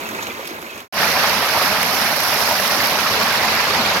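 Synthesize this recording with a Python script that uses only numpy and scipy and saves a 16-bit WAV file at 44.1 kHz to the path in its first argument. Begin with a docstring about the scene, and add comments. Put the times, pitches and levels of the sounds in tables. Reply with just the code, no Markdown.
"""Water laps and gurgles along an open channel: wavelets slap the bank and single bubbles ring.
It fades out for an instant; then, close by, water roars down a narrow stone chute.
The roar is churning foam and countless ringing bubbles, with gulps of swallowed air and drops
spitting on the stone. Towards the end the microphone leans in between the walls and the spray dulls."""
import sys
import numpy as np
from scipy import signal
from scipy.fft import rfft, irfft, next_fast_len
from scipy.io import wavfile
from scipy.ndimage import uniform_filter1d, map_coordinates

SR = 44100
rng = np.random.default_rng(int(sys.argv[2]) if len(sys.argv) > 2 else 0)


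def persist_wave(psi):
    """Save psi, clipped to +-1, as 16-bit WAV."""
    counts = np.round(np.clip(psi, -1, 1) * 32767).astype(np.int16)
    wavfile.write(sys.argv[1], SR, np.atleast_2d(counts).T)


N = 176400

# Stereo image from above the chute walls
ABOVE_COHERENCE = [(50, 0.94), (600, 0.96), (1100, .83), (1350, 0.59), (1700, 0.03), (2500, 0.21),
                   (3300, -.05), (6500, -0.025), (8200, 0.87), (12500, .8), (15000, 0.36)]  # (f/Hz, left-right coherence)
ABOVE_BALANCE = [(60, -8), (83, -1), (110, 6), (160, -4.5), (220, 2), (300, -4), (420, -1), (580, -2),
                 (810, 0.0), (1120, 0.0), (1540, -2.0), (2140, -4.5), (2960, -4.5), (4090, -9.5),
                 (5660, -12), (7830, 5.5), (10800, -9.5), (15000, -0.5)]  # (f/Hz, left over right/dB)
# Stereo image at the open channel
CHANNEL_COHERENCE = [(50, .75), (230, .95), (750, 0.62), (2400, .6), (5800, 0.32), (7800, .84),
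                     (15000, 0.88)]  # (f/Hz, left-right coherence)
CHANNEL_BALANCE = [(60, 0.5), (99, 0.5), (160, -2), (270, 2.5), (450, -2), (740, -0.5), (1220, -2),
                   (2010, -4.5), (3330, -2), (5500, -4), (9080, -5.0), (15000, -6)]  # (f/Hz, left over right/dB)
CHANNEL_LEAD = [(50, 0), (400, -.3), (950, -1.1), (1250, -2.8), (2100, -4.2), (2900, -6.2), (4400, -9.3),
                (7000, -12.57), (16000, -12.57)]  # (f/Hz, phase lead of the left/rad)


def chute():
    """Fast water close by: foam, bubbles and spray, heard from above the walls, then between them."""
    roar_level = [(1.0, -17), (1.22, -17.5), (1.47, -18.8), (1.62, -17), (1.9, -19), (2.04, -18),
                  (2.14, -21), (2.3, -18.5), (2.7, -19), (3.3, -18), (4, -19)]  # the whole rush (t/s, level/dB)
    treble_boost = [(1, -1.4), (1.7, -.5), (2.2, 1.6), (2.6, 2), (3.1, -1), (3.5, -1.5), (4, -2)]  # extra gain above 5 kHz (t/s, level/dB)
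    above_colour = [(15, -71), (25, -48), (47, -26), (72, -11), (148, -9), (200, -4), (248, -5), (324, -11),
                    (500, -6.5), (587, -1.5), (881, -2.5), (1040, -1.5), (1320, -3.5), (2390, -6.5),
                    (2660, -9), (3390, -12.5), (5370, -8.5), (7830, -27), (12400, -15), (15800, -27)]  # spectrum above the walls (f/Hz, level/dB)
    # Spectrum and stereo image between the walls
    between_colour = [(20, -60), (35, -36), (48, -23), (62, -15), (96, -8), (130, -8), (157, -9), (216, -2),
                      (316, -10), (414, -7.5), (572, -4), (834, -2.5), (1040, -1.5), (1300, -3.5),
                      (1730, -6), (2260, -6), (3220, -13), (4650, -9), (5700, -12.5), (7030, -19.5),
                      (8050, -27), (12100, -19.5), (13400, -20.5), (15800, -28)]  # (f/Hz, level/dB)
    between_coherence = [(50, 0.91), (600, 0.96), (1200, 0.73), (1550, -0.093), (2400, .24), (3300, -.05),
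                         (7000, 0.045), (7900, .55), (9500, .42), (11700, .7), (15000, .25)]  # (f/Hz, left-right coherence)
    between_balance = [(80, 2), (210, -1), (600, -.3), (1100, 1.7), (2000, -4.5), (3300, -3), (4500, -13.5),
                       (5500, -9.5), (7100, 8.5), (8200, .3), (11500, 0.5), (15500, 3)]  # (f/Hz, left over right/dB)
    water = foam(patchy_db=1.5)
    water += amp(-3) * bubbles(low_hz=349.8, high_hz=4494, cycles=22, rise=.078, spread_db=3, count=7000)
    fizz = bubbles(low_hz=2470, high_hz=14860, cycles=51, rise=.04, spread_db=2.5, count=9000)
    water += amp(-5.5) * fizz
    water += amp(-1) * spray(low_hz=8000, burst_s=.00055, spread_db=7.5, count=3000)
    water *= amp(.17 * wobble(18) + .55 * wobble(70))  # slight, quick surges
    above = placed(water, above_colour, ABOVE_COHERENCE, ABOVE_BALANCE)
    between = placed(water, between_colour, between_coherence, between_balance)
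    lean_in = curve([(2.7, 0), (3.75, 1)])
    at_mic = (1 - lean_in) * above + lean_in * between
    treble = filtered(at_mic, lambda hz: 1 - lowpass(hz, 5000))
    return amp(curve(roar_level)) * (at_mic + (amp(curve(treble_boost)) - 1) * treble)


def gulps():
    """A pocket of air swallowed by the chute rings for a moment as a cloud of like bubbles."""
    air_pockets = [(1.075, 2000, -28), (1.249, 910, -21.5), (1.372, 218, -30), (1.554, 960, -21),
                   (1.62, 635, -22), (1.662, 230, -36), (2.063, 2080, -25), (2.32, 930, -34),
                   (2.521, 800, -18.5), (2.767, 268, -28.5), (3.444, 960, -21), (3.553, 2270, -24.5),
                   (3.6, 2200, -32), (3.755, 940, -23), (3.801, 224, -25)]  # (t/s, f/Hz, level/dB)
    relative_width, half_length_s = .19, .0094  # Gaussian spreads in pitch and in time
    t, out = np.arange(N) / SR, np.zeros(N)
    for s, hz, db in air_pockets:
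        noise = rng.standard_normal(N)
        cloud = filtered(noise, lambda f: np.exp(-.5 * ((f / hz - 1) / relative_width) ** 2))
        swell = np.exp(-.5 * ((t - s) / half_length_s) ** 2)
        gulp = swell * cloud
        out += amp(db) * gulp * np.linalg.norm(swell) / np.linalg.norm(gulp)
    return out


def spits():
    """Single drops burst on the stone wall near the microphone."""
    drops = [(1.83, -14, 0.019), (2.034, -25, .012), (2.163, -18, .022), (2.233, -19, 0.032),
             (3.232, -21, .014), (3.43, -25, .012)]  # (t/s, level/dB, decay t60/s)
    drop_colour = [(1000, -25), (5000, -12), (8000, -12), (12300, 0), (16000, -14)]  # spectrum of a burst (f/Hz, level/dB)
    hiss = placed(foam(patchy_db=5), drop_colour, ABOVE_COHERENCE, ABOVE_BALANCE)
    return splash_envelope(drops, attack_s=.00084) * hiss


def channel():
    """Slow water in the open: bubbles and ticks over a soft wash, with a fine, fading fizz on top."""
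    gurgle_level = [(0, -30.5), (.28, -30.5), (.4, -32.5), (.52, -34.5), (.6, -35), (.8, -36)]  # the water below 1.5 kHz (t/s, level/dB)
    ripple_level = [(0, -35.5), (.27, -35), (.35, -39), (.5, -36), (.6, -41.5), (.73, -38), (.8, -40.5)]  # the water from 1.5 to 8 kHz (t/s, relative level/dB)
    water_colour = [(20, -55), (35, -36), (60, -17), (100, -11.5), (141, -16), (225, -3.5), (290, -7.5),
                    (392, -3), (471, -7.5), (596, -6), (775, -10), (950, -7.5), (1250, -11), (1750, -11.5),
                    (2200, -6), (2550, -5), (2870, -11.5), (3400, -11.5), (4980, -20), (6600, -17.5),
                    (8200, -28), (9800, -30.5), (12000, -24), (14000, -27), (15800, -30)]  # spectrum before the bands are levelled (f/Hz, level/dB)
    water = foam(patchy_db=1.7)
    water += amp(-5.5) * bubbles(low_hz=297, high_hz=6940, cycles=32, rise=.094, spread_db=2.5,
                                 count=4000)
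    water += amp(-1) * spray(low_hz=5000, burst_s=.002, spread_db=4, count=1200)
    water = placed(water, water_colour, CHANNEL_COHERENCE, CHANNEL_BALANCE, CHANNEL_LEAD)
    low = filtered(water, lambda hz: lowpass(hz, 1500))
    high = filtered(water, lambda hz: 1 - lowpass(hz, 8000))
    gurgle = amp(curve(gurgle_level)) * unit(low)
    ripple = amp(curve(ripple_level) + 2.5) * unit(water - low - high)
    fizz = amp(-40 - 8 * np.arange(N) / SR) * unit(high)  # falls 8 dB a second
    return gurgle + ripple + fizz


def slaps():
    """Each wavelet breaks on the channel bank in a short splash."""
    wavelets = [(.088, -25.5, 0.044), (.147, -28, .04), (.215, -33, .06), (.224, -24.5, 0.11),
                (.268, -26, .05), (.348, -32, 0.027), (.367, -35, .025), (.453, -26.5, 0.038),
                (.474, -20.5, .025), (.491, -33, 0.027), (.616, -31, .04), (.625, -29, .03),
                (.664, -34, .03), (.776, -31.5, 0.076), (.803, -30, .03)]  # (t/s, level/dB, decay t60/s)
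    splash_colour = [(400, -25), (1300, -3), (2800, 7.5), (4800, -8), (6400, 0), (9000, -15), (12000, -6),
                     (16000, -18)]  # spectrum of a splash (f/Hz, level/dB)
    wash = placed(foam(patchy_db=4.5), splash_colour, CHANNEL_COHERENCE, CHANNEL_BALANCE, CHANNEL_LEAD)
    return splash_envelope(wavelets, attack_s=.0015) * wash


def plops():
    """A large bubble in the channel rings briefly, its pitch rising as it surfaces."""
    large_bubbles = [(0.054, 2650, -22), (.188, 910, -20), (.191, 2540, -18), (.287, 600, -21),
                     (.298, 2370, -19.5), (.302, 3380, -26.5), (.307, 2030, -24), (0.393, 534, -20),
                     (.428, 676, -27), (0.509, 330, -18.5), (.628, 340, -23), (.663, 2480, -29),
                     (.697, 2550, -22)]  # (t/s, f/Hz, level/dB)
    t60_s, attack_s, rise_per_s = .047, .0021, 1
    t, out = np.arange(SR // 5) / SR, np.zeros(N)
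    for s, hz, db in large_bubbles:
        phase = 2 * np.pi * hz * t * (1 + rise_per_s * t / 2) + .27 * wobble(270)[:len(t)]
        envelope = amp(db - 60 * t / t60_s) * (1 - np.exp(-t / attack_s))
        out[round(s * SR):][:len(t)] += envelope * np.sin(phase)
    return out * amp([[-1.5], [1.5]])  # a little to the right


def foam(patchy_db):
    """Churning foam: two white noises that swell in brief random patches of time and frequency."""
    spectra = signal.stft(rng.standard_normal((2, N)), nperseg=256)[2]
    patches = uniform_filter1d(rng.standard_normal(spectra.shape[1:]), size=7, axis=0)
    patches = uniform_filter1d(patches, size=6, axis=1)
    spectra *= amp(patchy_db * unit(patches))
    return unit(signal.istft(spectra, nperseg=256)[1][:, :N])


def bubbles(low_hz, high_hz, cycles, rise, spread_db, count):
    """Bubbles ring as damped rising tones: two streams, as strong per Hz as white noise of rms 1."""
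    start, pitch, size, life, bearing = rng.random((count, 5)).T
    hz = (np.sqrt(low_hz) + pitch * (np.sqrt(high_hz) - np.sqrt(low_hz))) ** 2
    length = (cycles * (.5 + life) * SR / hz).astype(int) + 2
    gain = hz ** .75 * amp(-spread_db * np.log(size + .01))
    # All rings laid end to end: each sample has its bubble and its age
    bubble = np.repeat(np.arange(count), length)
    age = np.arange(len(bubble)) - np.repeat(np.cumsum(length) - length, length)
    progress = age / length[bubble]
    phase = 2 * np.pi * hz[bubble] * age / SR * (1 + rise * progress / 2)
    envelope = amp(-40 * progress) * (1 - np.exp(-20 * progress))
    tone = gain[bubble] * envelope * np.sin(phase)
    at = (start * N).astype(int)[bubble] + age
    shares = np.cos(2 * np.pi * bearing), np.sin(2 * np.pi * bearing)
    pair = np.array([np.bincount(at, tone * share[bubble], N)[:N] for share in shares])
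    return unit(pair) * np.sqrt(2 * (high_hz - low_hz) / SR)


def spray(low_hz, burst_s, spread_db, count):
    """Droplets hit stone: two streams of tiny bursts of hiss."""
    start, size = rng.random((count, 2)).T
    hits = np.bincount((start * N).astype(int), amp(-2 * spread_db * np.log(size + .04)), N)
    power = signal.lfilter([1], [1, -np.exp(-1 / (burst_s * SR))], hits)
    bursts = unit(np.sqrt(power) * rng.standard_normal((2, N)))
    return filtered(bursts, lambda hz: hz ** 2 / (hz ** 2 + low_hz ** 2))


def splash_envelope(rows, attack_s):
    """A quick rise and a decay for each (t/s, level/dB, t60/s) row."""
    t = np.arange(N) / SR
    return sum(amp(db - 60 * np.maximum(t - s, 0) / t60) * np.clip((t - s) / attack_s, 0, 1)
               for s, db, t60 in rows)


def placed(pair, colour, coherence, balance, lead=None):
    """Two white streams become a coloured stereo sound at the microphone, its mid signal at rms 1."""
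    def response(hz):
        angle = np.arccos(np.clip(along(coherence, hz), -1, 1)) / 2
        common, opposed = np.cos(angle), np.sin(angle)
        pan = amp(along(balance, hz) / 2) * np.exp(.5j * (along(lead, hz) if lead else 0))
        mix = np.array([[common * pan, opposed * pan], [common / pan, -opposed / pan]])
        return mix * amp(along(colour, hz)) / np.linalg.norm(mix.mean(0), axis=0)
    stereo = filtered(pair, response).sum(1)
    return stereo / np.sqrt(np.mean(stereo.mean(0) ** 2))


def amp(db):
    """Decibels to gain."""
    return 10 ** (np.asarray(db) / 20)


def unit(x):
    """x at rms 1."""
    return x / np.sqrt(np.mean(x ** 2) + 1e-20)


def along(points, hz):
    """(f/Hz, value) points joined on a log axis."""
    f, values = np.transpose(points)
    return np.interp(np.log(hz + 1), np.log(f + 1), values)


def curve(rows):
    """(t/s, value) points joined, one value per sample."""
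    return np.interp(np.arange(N) / SR, *np.transpose(rows))


def wobble(rate):
    """A smooth random curve, rate knots a second."""
    return map_coordinates(rng.standard_normal(8192), [np.arange(N) * rate / SR], mode="wrap")


def lowpass(hz, corner_hz):
    """Gain of a steep low-pass."""
    return 1 / (1 + (hz / corner_hz) ** 8)


def filtered(x, response):
    """x through a complex frequency response."""
    size = next_fast_len(N + 8192)
    return irfft(rfft(x, size) * response(np.fft.rfftfreq(size, 1 / SR)), size)[..., :N]


def scene():
    """The open channel fades out; after an instant of silence the chute comes in close."""
    fade_s, silent_s, chute_s, full_s = .8, .882, .925, 1
    leaving = curve([(fade_s, 1), (silent_s, 0)])
    arriving = curve([(chute_s, .18), (full_s, 1)]) * (np.arange(N) / SR >= chute_s)
    return leaving * (channel() + slaps() + plops()) + arriving * (chute() + gulps() + spits())


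def record(dry):
    """The recorder keeps nothing above its band limit."""
    top_hz, edge_hz = 16050, 200
    return filtered(dry, lambda hz: np.clip((top_hz - hz) / edge_hz + .5, 0, 1))


dry = scene()
out = record(dry)
persist_wave(out)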